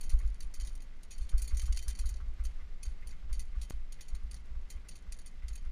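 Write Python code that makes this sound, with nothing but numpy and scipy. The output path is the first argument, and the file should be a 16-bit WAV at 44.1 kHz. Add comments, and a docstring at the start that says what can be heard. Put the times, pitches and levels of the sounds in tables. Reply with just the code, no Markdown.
"""A mountain bike towed by two unheard dogs on a rutted dirt trail; the microphone rides on the rider.
From the start the tyres hiss and crunch just below, and the airstream buffets the microphone.
Loose metal (chain, tow-line hook) clinks at once, and from 0.14 s ruts jolt the camera mount into
low thuds. The ride is roughest around 1.5 s, with more metal ticking and more wind. After 2.2 s the
clinks thin out; one dry click comes at 3.7 s, and the bike rolls on."""
import sys
import numpy as np
from scipy import signal
from scipy.fft import rfft, irfft
from scipy.io import wavfile

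SR = 44100
rng = np.random.default_rng(int(sys.argv[2]) if len(sys.argv) > 2 else 0)


def master_out(mix):
    """Clip the mix to full scale and print it as 16-bit PCM to the path in sys.argv[1]."""
    frames = np.transpose(np.atleast_2d(mix))
    ceiling = np.clip(frames, -1, 1)
    pcm = np.round(ceiling * 32767).astype(np.int16)
    wavfile.write(sys.argv[1], SR, pcm)


N = 251811

# Tyres rolling on dirt. Each row: time in seconds, level in dB before the lift given in tyres().
ROLL_LEVELS = [(0.03, -63), (0.26, -65.5), (1.1, -66), (1.42, -63.5), (1.82, -65.5), (2.15, -65),
               (4.28, -66.5), (4.81, -65), (5.66, -66.5)]
# Rumble of the tyres. Each row: frequency in Hz, relative spectral density in dB.
ROLL_SPECTRUM = [(70, -2.5), (120, 2.5), (190, 1), (290, -7), (500, -10.5), (900, -15), (1500, -23),
                 (3000, -39)]
# Sand sprayed by the tread. Each row: frequency in Hz, relative spectral density in dB.
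SAND_SPECTRUM = [(700, -9), (1600, 3), (2500, 2), (3500, -1), (5000, -4), (7000, -9), (10000, -18),
                 (12000, -15.5), (15000, -56)]
# Hollow ring of grit in tyre and wheel. Each row: frequency in Hz, width in Hz, relative gain in dB.
HOLLOW_MODES = [(1160, 150, 9.5), (1547, 160, 6)]
# The higher, gritty ring. Each row: frequency in Hz, width in Hz, relative gain in dB.
GRITTY_MODES = [(2035, 193, 3.5), (2195, 92, 4), (2370, 200, -6)]
# Patches of loose gravel. Each row: start in seconds, hollow crunch in dB, gritty crunch in dB.
GRAVEL_PATCHES = [(0.199, -71, -62), (0.593, -76, -71), (1.503, -71, -63), (2.196, -70, -79),
                  (2.391, -67, -68), (2.592, -66, -68), (3.02, -88, -65), (3.12, -82, -64.5),
                  (3.294, -73, -78), (3.522, -90, -70), (3.985, -90, -63), (4.14, -71, -78),
                  (4.703, -89, -69), (4.766, -78, -73), (4.841, -75, -68), (5.418, -85, -65),
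                  (5.645, -79, -82)]
# Eddies on the microphone. Each row: frequency in Hz, relative spectral density in dB.
WIND_SPECTRUM = [(6, -14.5), (11, 1), (18, 3.5), (30, -10), (45, -34), (70, -29.5), (110, -51), (200, -55)]
# Loose metal clashing. Each row: start in seconds, rms level in dB, bright sheen in dB relative to
# the body of the clash, length of the chatter in seconds.
CLASHES = [(0.009, -48, 3.5, .006), (0.036, -55, -2, 0.011), (0.093, -50.5, -2, 0.016),
           (0.188, -58.5, 0, 0.0086), (0.274, -65, -6, 0.0068), (0.404, -49.5, -4, 0.0048),
           (0.428, -56.5, 3, 0.0059), (0.539, -51.5, -2, 0.011), (0.598, -52.5, -7, 0.0074),
           (0.608, -52, -6, 0.0088), (0.648, -55.5, -5, 0.01), (0.671, -53, -4, 0.014),
           (0.752, -57, 1, 0.0067), (0.803, -62, -11, 0.005), (0.819, -60.5, 3, 0.0079),
           (1.031, -57.5, -2, .007), (1.106, -52.5, -8, .02), (1.179, -58.5, -2, 0.0074),
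           (1.209, -63, -9, 0.031), (1.29, -54, -2, 0.0067), (1.378, -50, 2.5, 0.011),
           (1.418, -45, 5.5, 0.0094), (1.475, -49, 0, 0.012), (1.545, -59, -9, 0.016),
           (1.569, -47, -0.5, 0.0097), (1.594, -45.5, -7, 0.004), (1.616, -50.5, 0, 0.011),
           (1.655, -53.5, -5, 0.013), (1.723, -47, -7.5, 0.0061), (1.761, -55, -4, 0.012),
           (1.771, -42.5, -9, 0.005), (1.789, -49, -7, 0.0074), (1.824, -53, -4, .011),
           (1.88, -43.5, 0, 0.0076), (1.899, -49.5, -4, 0.0064), (1.95, -54.5, -12, 0.0089),
           (1.988, -47, -2, 0.013), (2.056, -53, -1, 0.016), (2.089, -50, 1, 0.0068),
           (2.139, -58.5, -20, 0.0034), (2.165, -63, -10, .007), (2.437, -61, 7, 0.0075),
           (2.45, -50, -3.5, 0.0062), (2.829, -48, -0.5, 0.0066), (2.862, -57.5, -10, 0.0041),
           (3.071, -53.5, 3, 0.0076), (3.108, -59, -14, 0.0068), (3.327, -50.5, -3.5, 0.0091),
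           (3.393, -48.5, 1, 0.0087), (3.614, -52.5, -3.5, 0.019), (3.697, -52, -2, 0.0044),
           (3.921, -53, -3, 0.0072), (4.007, -52.5, -7, 0.01), (4.082, -57, -6, 0.008),
           (4.148, -55, -4.5, 0.0065), (4.311, -52, -1.5, 0.0062), (4.342, -52, -4, .007),
           (4.701, -50.5, -1, 0.0085), (4.885, -51, -2, 0.0084), (4.916, -63, -22, 0.011),
           (4.954, -57.5, -6, 0.0094), (5.121, -48.5, -2, 0.0056), (5.187, -57, -2, 0.0075),
           (5.26, -53.5, 0, 0.01), (5.481, -52, -6, 0.0069), (5.53, -60, -4, 0.0069),
           (5.554, -52, -2, 0.0073)]
# Ring of chain and hook. Each row: frequency in Hz, relative level in dB, 60 dB decay time in seconds.
METAL_MODES = [(2025, -9, .035), (2490, -10, .03), (3117, -18, .22), (3580, -13, .04), (3918, -12, .045),
               (4250, -3, .015), (4518, 2, .032), (4800, -8, .015), (5500, -3, .016), (5787, -3, .03),
               (6050, 1, .015), (6330, -1, .015), (6590, -6, .075), (6760, 1, .022), (7025, -7, .045),
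               (7532, -8, .035), (8145, -15, .035), (8510, -9, .04), (9130, -1, .018), (9505, 3, .03),
               (9740, 0, .02), (10108, -1, .03), (10900, -17, .025), (11770, -16, .02), (12400, -9, .022),
               (13292, -10, .03), (13890, -10, .025), (15100, -16, .022)]
# Crack of a metal contact. Each row: frequency in Hz, relative spectral density in dB.
CRACK_SPECTRUM = [(800, -27), (1450, -5.5), (2200, 4), (3400, -4), (4400, 14), (5200, 4.5), (6600, 10),
                  (7700, -11), (9600, 18), (11000, -3), (14000, 4.5), (16000, -24)]
# Ruts in the trail. Each row: time in seconds, strength of the jolt in dB.
RUTS = [(0.137, -16), (0.25, -20.5), (0.453, -31.5), (0.588, -29.5), (0.626, -27), (0.722, -34),
        (1.211, -27.5), (1.34, -17), (1.423, -25), (1.531, -19.5), (1.635, -22.5), (1.695, -18),
        (1.879, -23.5), (1.997, -25.5), (2.052, -22), (2.116, -26), (2.22, -27.5), (2.28, -37.5),
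        (2.4, -24.5), (2.456, -27.5), (2.619, -34.5), (2.87, -26), (3.062, -32), (3.242, -31.5),
        (3.313, -23), (3.38, -34.5), (3.57, -24.5), (3.739, -28), (4.13, -27.5), (4.238, -29),
        (4.334, -33.5), (4.51, -30.5), (4.564, -28.5), (4.756, -31), (5.079, -32.5), (5.439, -29.5),
        (5.512, -29), (5.664, -30)]
# Ring of the camera mount. Each row: frequency in Hz, relative level in dB, 60 dB decay time in seconds.
MOUNT_MODES = [(50.97, 1.5, 0.23), (32.65, -7.5, 0.38)]

SAND_DB, SAND_FOLLOWS = -70.5, 0.091   # level at average shaking, dB per dB of shaking
SOFT_SAND_S, SOFT_SAND_HALF_S, SOFT_SAND_DB = 2.46, 0.11, 2.5   # soft ground: middle, half span, boost
CRUNCH_DB, CRUNCH_FOLLOWS, CRUNCH_LEAD_S = -74, 0.98, 0.019   # at an average rut, dB per dB of jolt, lead
WIND_DB, WIND_FOLLOWS = -38.5, 0.26   # level at average shaking, dB per dB of shaking
CLACK_DB, MID_CLASH_DB, CLACK_GROWTH = -61, -53.0, 0.88   # low clack, at this clash level, dB per dB
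RIPPLE_GAP_S, RIPPLE_DB = 0.11, -39.5   # unevenness between the ruts: mean spacing, mean jolt


def from_db(db):
    """Decibels to gain."""
    return 10 ** (np.asarray(db) / 20)


def rms_one(x):
    """Scale to rms 1."""
    return x / np.sqrt(np.mean(x ** 2) + 1e-20)


def add(out, s, sound):
    """Mix a sound in from s seconds on."""
    at = int(np.clip(round(s * SR), 0, N - 1))
    out[at:at + len(sound)] += sound[:N - at]


def coloured_noise(spectrum):
    """Steady noise of rms 1 with the given spectrum, rolled off beyond both ends."""
    hz, level_db = np.transpose(spectrum)
    f = np.maximum(np.arange(N // 2 + 1) * SR / N, 1)
    skirts = 1 / np.sqrt((1 + (hz[0] / (2 * f)) ** 4) * (1 + (f / (2 * hz[-1])) ** 4))
    gain = from_db(np.interp(np.log(f), np.log(hz), level_db)) * skirts
    return rms_one(irfft(rfft(rng.standard_normal(N)) * gain, N))


def drift(per_s):
    """A random curve that glides to a new value per_s times a second."""
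    knots = rng.standard_normal(4096)
    return np.interp(np.arange(N) / SR * per_s, np.arange(len(knots)), knots)


def grains(per_s, spread_db):
    """Tiny impacts of many sizes at random moments."""
    sizes = from_db(spread_db * np.minimum(rng.exponential(1, N), 4)) * rng.choice([-1, 1], N)
    return sizes * (rng.random(N) < per_s / SR)


def resonate(x, modes):
    """Ring x through parallel resonances of alternating sign."""
    out = np.zeros(N)
    for k, (hz, width_hz, level_db) in enumerate(modes):
        r = np.exp(-np.pi * width_hz / SR)
        poles = [1, -2 * r * np.cos(2 * np.pi * hz / SR), r * r]
        gain = (-1) ** k * from_db(level_db) * (1 - r * r) / 2
        out += gain * signal.lfilter([1, 0, -1], poles, x + 1e-18)
    return out


def shaking(window_s=0.59):
    """Roughness of the ride in dB about its mean: the energy of nearby ruts on top of the ripples."""
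    energy = np.full(N, from_db(RIPPLE_DB) ** 2 / RIPPLE_GAP_S)
    for s, jolt_db in RUTS:
        add(energy, s, [from_db(jolt_db) ** 2 * SR])
    window = np.hanning(int(window_s * SR))
    shake_db = 10 * np.log10(signal.fftconvolve(energy, window / window.sum(), "same"))
    return shake_db - shake_db.mean()


def tyres(shake_db, lift_db=1.5):
    """Below the microphone the tyres rumble and spray sand, more of it on rough or soft ground."""
    t = np.arange(N) / SR
    soft_db = SOFT_SAND_DB * np.exp(-((t - SOFT_SAND_S) / SOFT_SAND_HALF_S) ** 2)
    roll_db = np.interp(t, *np.transpose(ROLL_LEVELS)) + lift_db + 1.1 * drift(per_s=40)
    sand_db = SAND_DB + SAND_FOLLOWS * shake_db + soft_db + 1.4 * drift(per_s=70)
    roll = from_db(roll_db) * coloured_noise(ROLL_SPECTRUM)
    sand = from_db(sand_db) * coloured_noise(SAND_SPECTRUM)
    return roll + sand


def gravel(swell_s=0.0089, hollow_bed_db=-78.0, gritty_bed_db=-76.0, sand_db=-4.5, thump_db=1.0):
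    """Grit crushed under the tread rings tyre and wheel, swelling at each rut and loose patch."""
    age = np.arange(5000) / SR / swell_s
    swell = age * np.exp(1 - age)
    hollow, gritty = np.zeros(N), np.zeros(N)
    mean_jolt_db = np.mean(RUTS, axis=0)[1]
    for s, jolt_db in RUTS:
        crunch_db = CRUNCH_DB + CRUNCH_FOLLOWS * (jolt_db - mean_jolt_db)
        add(hollow, s - CRUNCH_LEAD_S, from_db(crunch_db) * swell)
    for s, hollow_db, gritty_db in GRAVEL_PATCHES:
        add(hollow, s, from_db(hollow_db) * swell)
        add(gritty, s, from_db(gritty_db) * swell)
    crunch = np.zeros(N)
    for bed_db, swells, modes in [(hollow_bed_db, hollow, HOLLOW_MODES),
                                  (gritty_bed_db, gritty, GRITTY_MODES)]:
        grit = grains(per_s=3000, spread_db=3.0)
        crunch += (from_db(bed_db) + swells) * rms_one(resonate(grit, modes))
    # a hollow crunch also thumps the tyre and throws up sand
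    thump = from_db(thump_db) * coloured_noise(ROLL_SPECTRUM)
    sand = from_db(sand_db) * coloured_noise(SAND_SPECTRUM)
    return crunch + hollow * (thump + sand)


def wind(shake_db):
    """Slow eddies press right on the microphone, harder as the rider is shaken."""
    return from_db(WIND_DB + WIND_FOLLOWS * shake_db) * coloured_noise(WIND_SPECTRUM)


def metal_shiver(clashes, shake_db, settle_s=0.023, lead_s=0.007, tremble_db=-8.0, stray_db=-52.0):
    """The metal trembles with tiny touches around a clash and ticks in between, more on rough ground."""
    energy = np.zeros(N)
    for s, clash_db, _, length_s in clashes:
        add(energy, s - lead_s, np.full(int(length_s * SR), from_db(clash_db) ** 2))
    r = np.exp(-1 / (settle_s * SR))
    agitation = np.sqrt(signal.lfilter([1 - r], [1, -r], energy + 1e-18))
    trembling = from_db(tremble_db) * agitation * rms_one(grains(per_s=400, spread_db=4.0))
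    strays = from_db(stray_db) * grains(per_s=12 * from_db(1.9 * shake_db), spread_db=4.0)
    # light touches are soft and leave the highest modes alone
    touches = signal.sosfilt(signal.butter(6, 11000, fs=SR, output="sos"), trembling + strays)
    modes = [(hz, np.log(1000) / np.pi / t60, db + 20 * np.log10(t60)) for hz, db, t60 in METAL_MODES]
    return touches.std() * rms_one(resonate(touches, modes))


def chatter(length_s, contacts_per_s=1500, first_blow=2.3, fade_db=4.0, bite_s=.002):
    """Metal parts bite, then touch ever more weakly at random moments."""
    t = np.arange(2048) / SR
    touches = (rng.random(len(t)) < contacts_per_s / SR) * rng.standard_normal(len(t))
    touches[int(bite_s * SR)] = first_blow
    return touches * np.minimum(t / bite_s, 1) * from_db(-fade_db * (t / length_s) ** 2)


def loose_metal(clashes, crack_db=6.5, crack_t60=0.031, scatter_db=2.5, detune=0.0038):
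    """Chain and hook clash close by: each chatter of contacts cracks and rings with its own mode mix."""
    count = 11025
    t = np.arange(count) / SR
    hz, mode_db, t60 = np.transpose(METAL_MODES)
    fading = from_db(-60 * t / t60[:, None])
    crack_noise = coloured_noise(CRACK_SPECTRUM)
    # clack, body and sheen of a clash
    filters = [signal.butter(4, edge_hz, kind, fs=SR, output="sos")
               for edge_hz, kind in [(2800, "low"), ([2800, 7900], "band"), (7900, "high")]]
    out = np.zeros(N)
    for s, clash_db, sheen_db, length_s in clashes:
        strengths = from_db(mode_db + scatter_db * rng.standard_normal(len(hz)))
        strengths *= rng.choice([-1, 1], len(hz))
        # the grip of the touching parts pulls the well-damped modes slightly out of tune
        pitch = hz * (1 + detune * rng.standard_normal(len(hz)) * np.median(t60) / t60)
        rings = strengths @ (np.sin(2 * np.pi * pitch[:, None] * t) * fading)
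        start = rng.integers(N - count)
        crack = crack_noise[start:start + count] * from_db(crack_db - 60 * t / crack_t60)
        contacts = signal.fftconvolve(rings + crack, chatter(length_s))[:count]
        # the clack grows more slowly than the rest as the clash gets harder
        clack_db = CLACK_DB + CLACK_GROWTH * (clash_db - MID_CLASH_DB) - clash_db
        blow = slice(int(length_s * SR))
        clash = np.zeros(count)
        for band_db, sos in zip([clack_db, 0, sheen_db], filters):
            band = signal.sosfilt(sos, contacts)
            clash += from_db(band_db) * band / band[blow].std()
        add(out, s - .0005, from_db(clash_db) * clash / clash[blow].std())
    return out


def rebounds(gap_s=.02, loss_db=10.5, dulling_db=9, gap_spread=0.17, spread_db=1.5):
    """After each clash the parts fall back and touch again, weaker and duller. Rows as in CLASHES."""
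    rows = []
    for s, clash_db, sheen_db, length_s in CLASHES:
        late, hard = rng.standard_normal(2)
        start_s = s + gap_s * (1 + gap_spread * late)
        rows.append((start_s, clash_db - loss_db + spread_db * hard, sheen_db - dulling_db, length_s))
    return rows


def ripples(shake_db, spread_db=2.5, follows=.6):
    """Small bumps, stronger on rough ground. Each row: time in seconds, strength of the jolt in dB."""
    gaps, hardness = rng.random((128, 2)).T
    times = np.cumsum(RIPPLE_GAP_S * (.5 + gaps))
    return [(s, RIPPLE_DB + follows * shake_db[int(s * SR)] + spread_db * (2 * hard - 1))
            for s, hard in zip(times, hardness) if s * SR < N]


def jolts(bumps, push_s=0.014, sway_hz=16.2, sway_db=-6.5, sway_t60=0.24, sway_lead_s=0.0182):
    """A bump first sways the rider, then the mount takes the blow and thuds right at the microphone."""
    t = np.arange(16000) / SR
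    sway = np.sin(2 * np.pi * sway_hz * t) * from_db(sway_db - 60 * t / sway_t60)
    out = np.zeros(N)
    for s, jolt_db in bumps:
        tuning = 1 + .06 * rng.standard_normal()
        thud = sum(np.sin(2 * np.pi * hz * tuning * t) * from_db(db - 60 * t / t60)
                   for hz, db, t60 in MOUNT_MODES)
        add(out, s - push_s / 2, from_db(jolt_db) * thud)
        add(out, s - push_s / 2 - sway_lead_s, from_db(jolt_db) * sway)
    # the rider's body softens each blow
    push = np.sin(np.pi * np.minimum(t / push_s, 1)) ** 2
    return signal.fftconvolve(out, push / push.sum())[:N]


def dry_click(start_s=3.7075, peak_db=-30.5, relax_s=0.0056):
    """A single dry click: a sudden step that relaxes."""
    out = np.zeros(N)
    add(out, start_s, -from_db(peak_db) * np.exp(-np.arange(N) / SR / relax_s))
    return out


def scene():
    """One microphone in the open air; everything is close, without echoes."""
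    shake_db = shaking()
    clashes = list(CLASHES) + rebounds()
    metal = loose_metal(clashes) + metal_shiver(clashes, shake_db)
    ground = jolts(list(RUTS) + ripples(shake_db)) + tyres(shake_db) + gravel()
    return (metal + ground + wind(shake_db) + dry_click())[None, :]


def record(dry):
    """The microphone passes no steady pressure, and the top is cut steeply."""
    low_cut_hz, high_cut_hz = 4, 15450
    coupled = signal.sosfilt(signal.butter(1, low_cut_hz, "high", fs=SR, output="sos"), dry)
    return signal.sosfilt(signal.ellip(10, .1, 80, high_cut_hz, fs=SR, output="sos"), coupled)


dry = scene()
out = record(dry)
master_out(out)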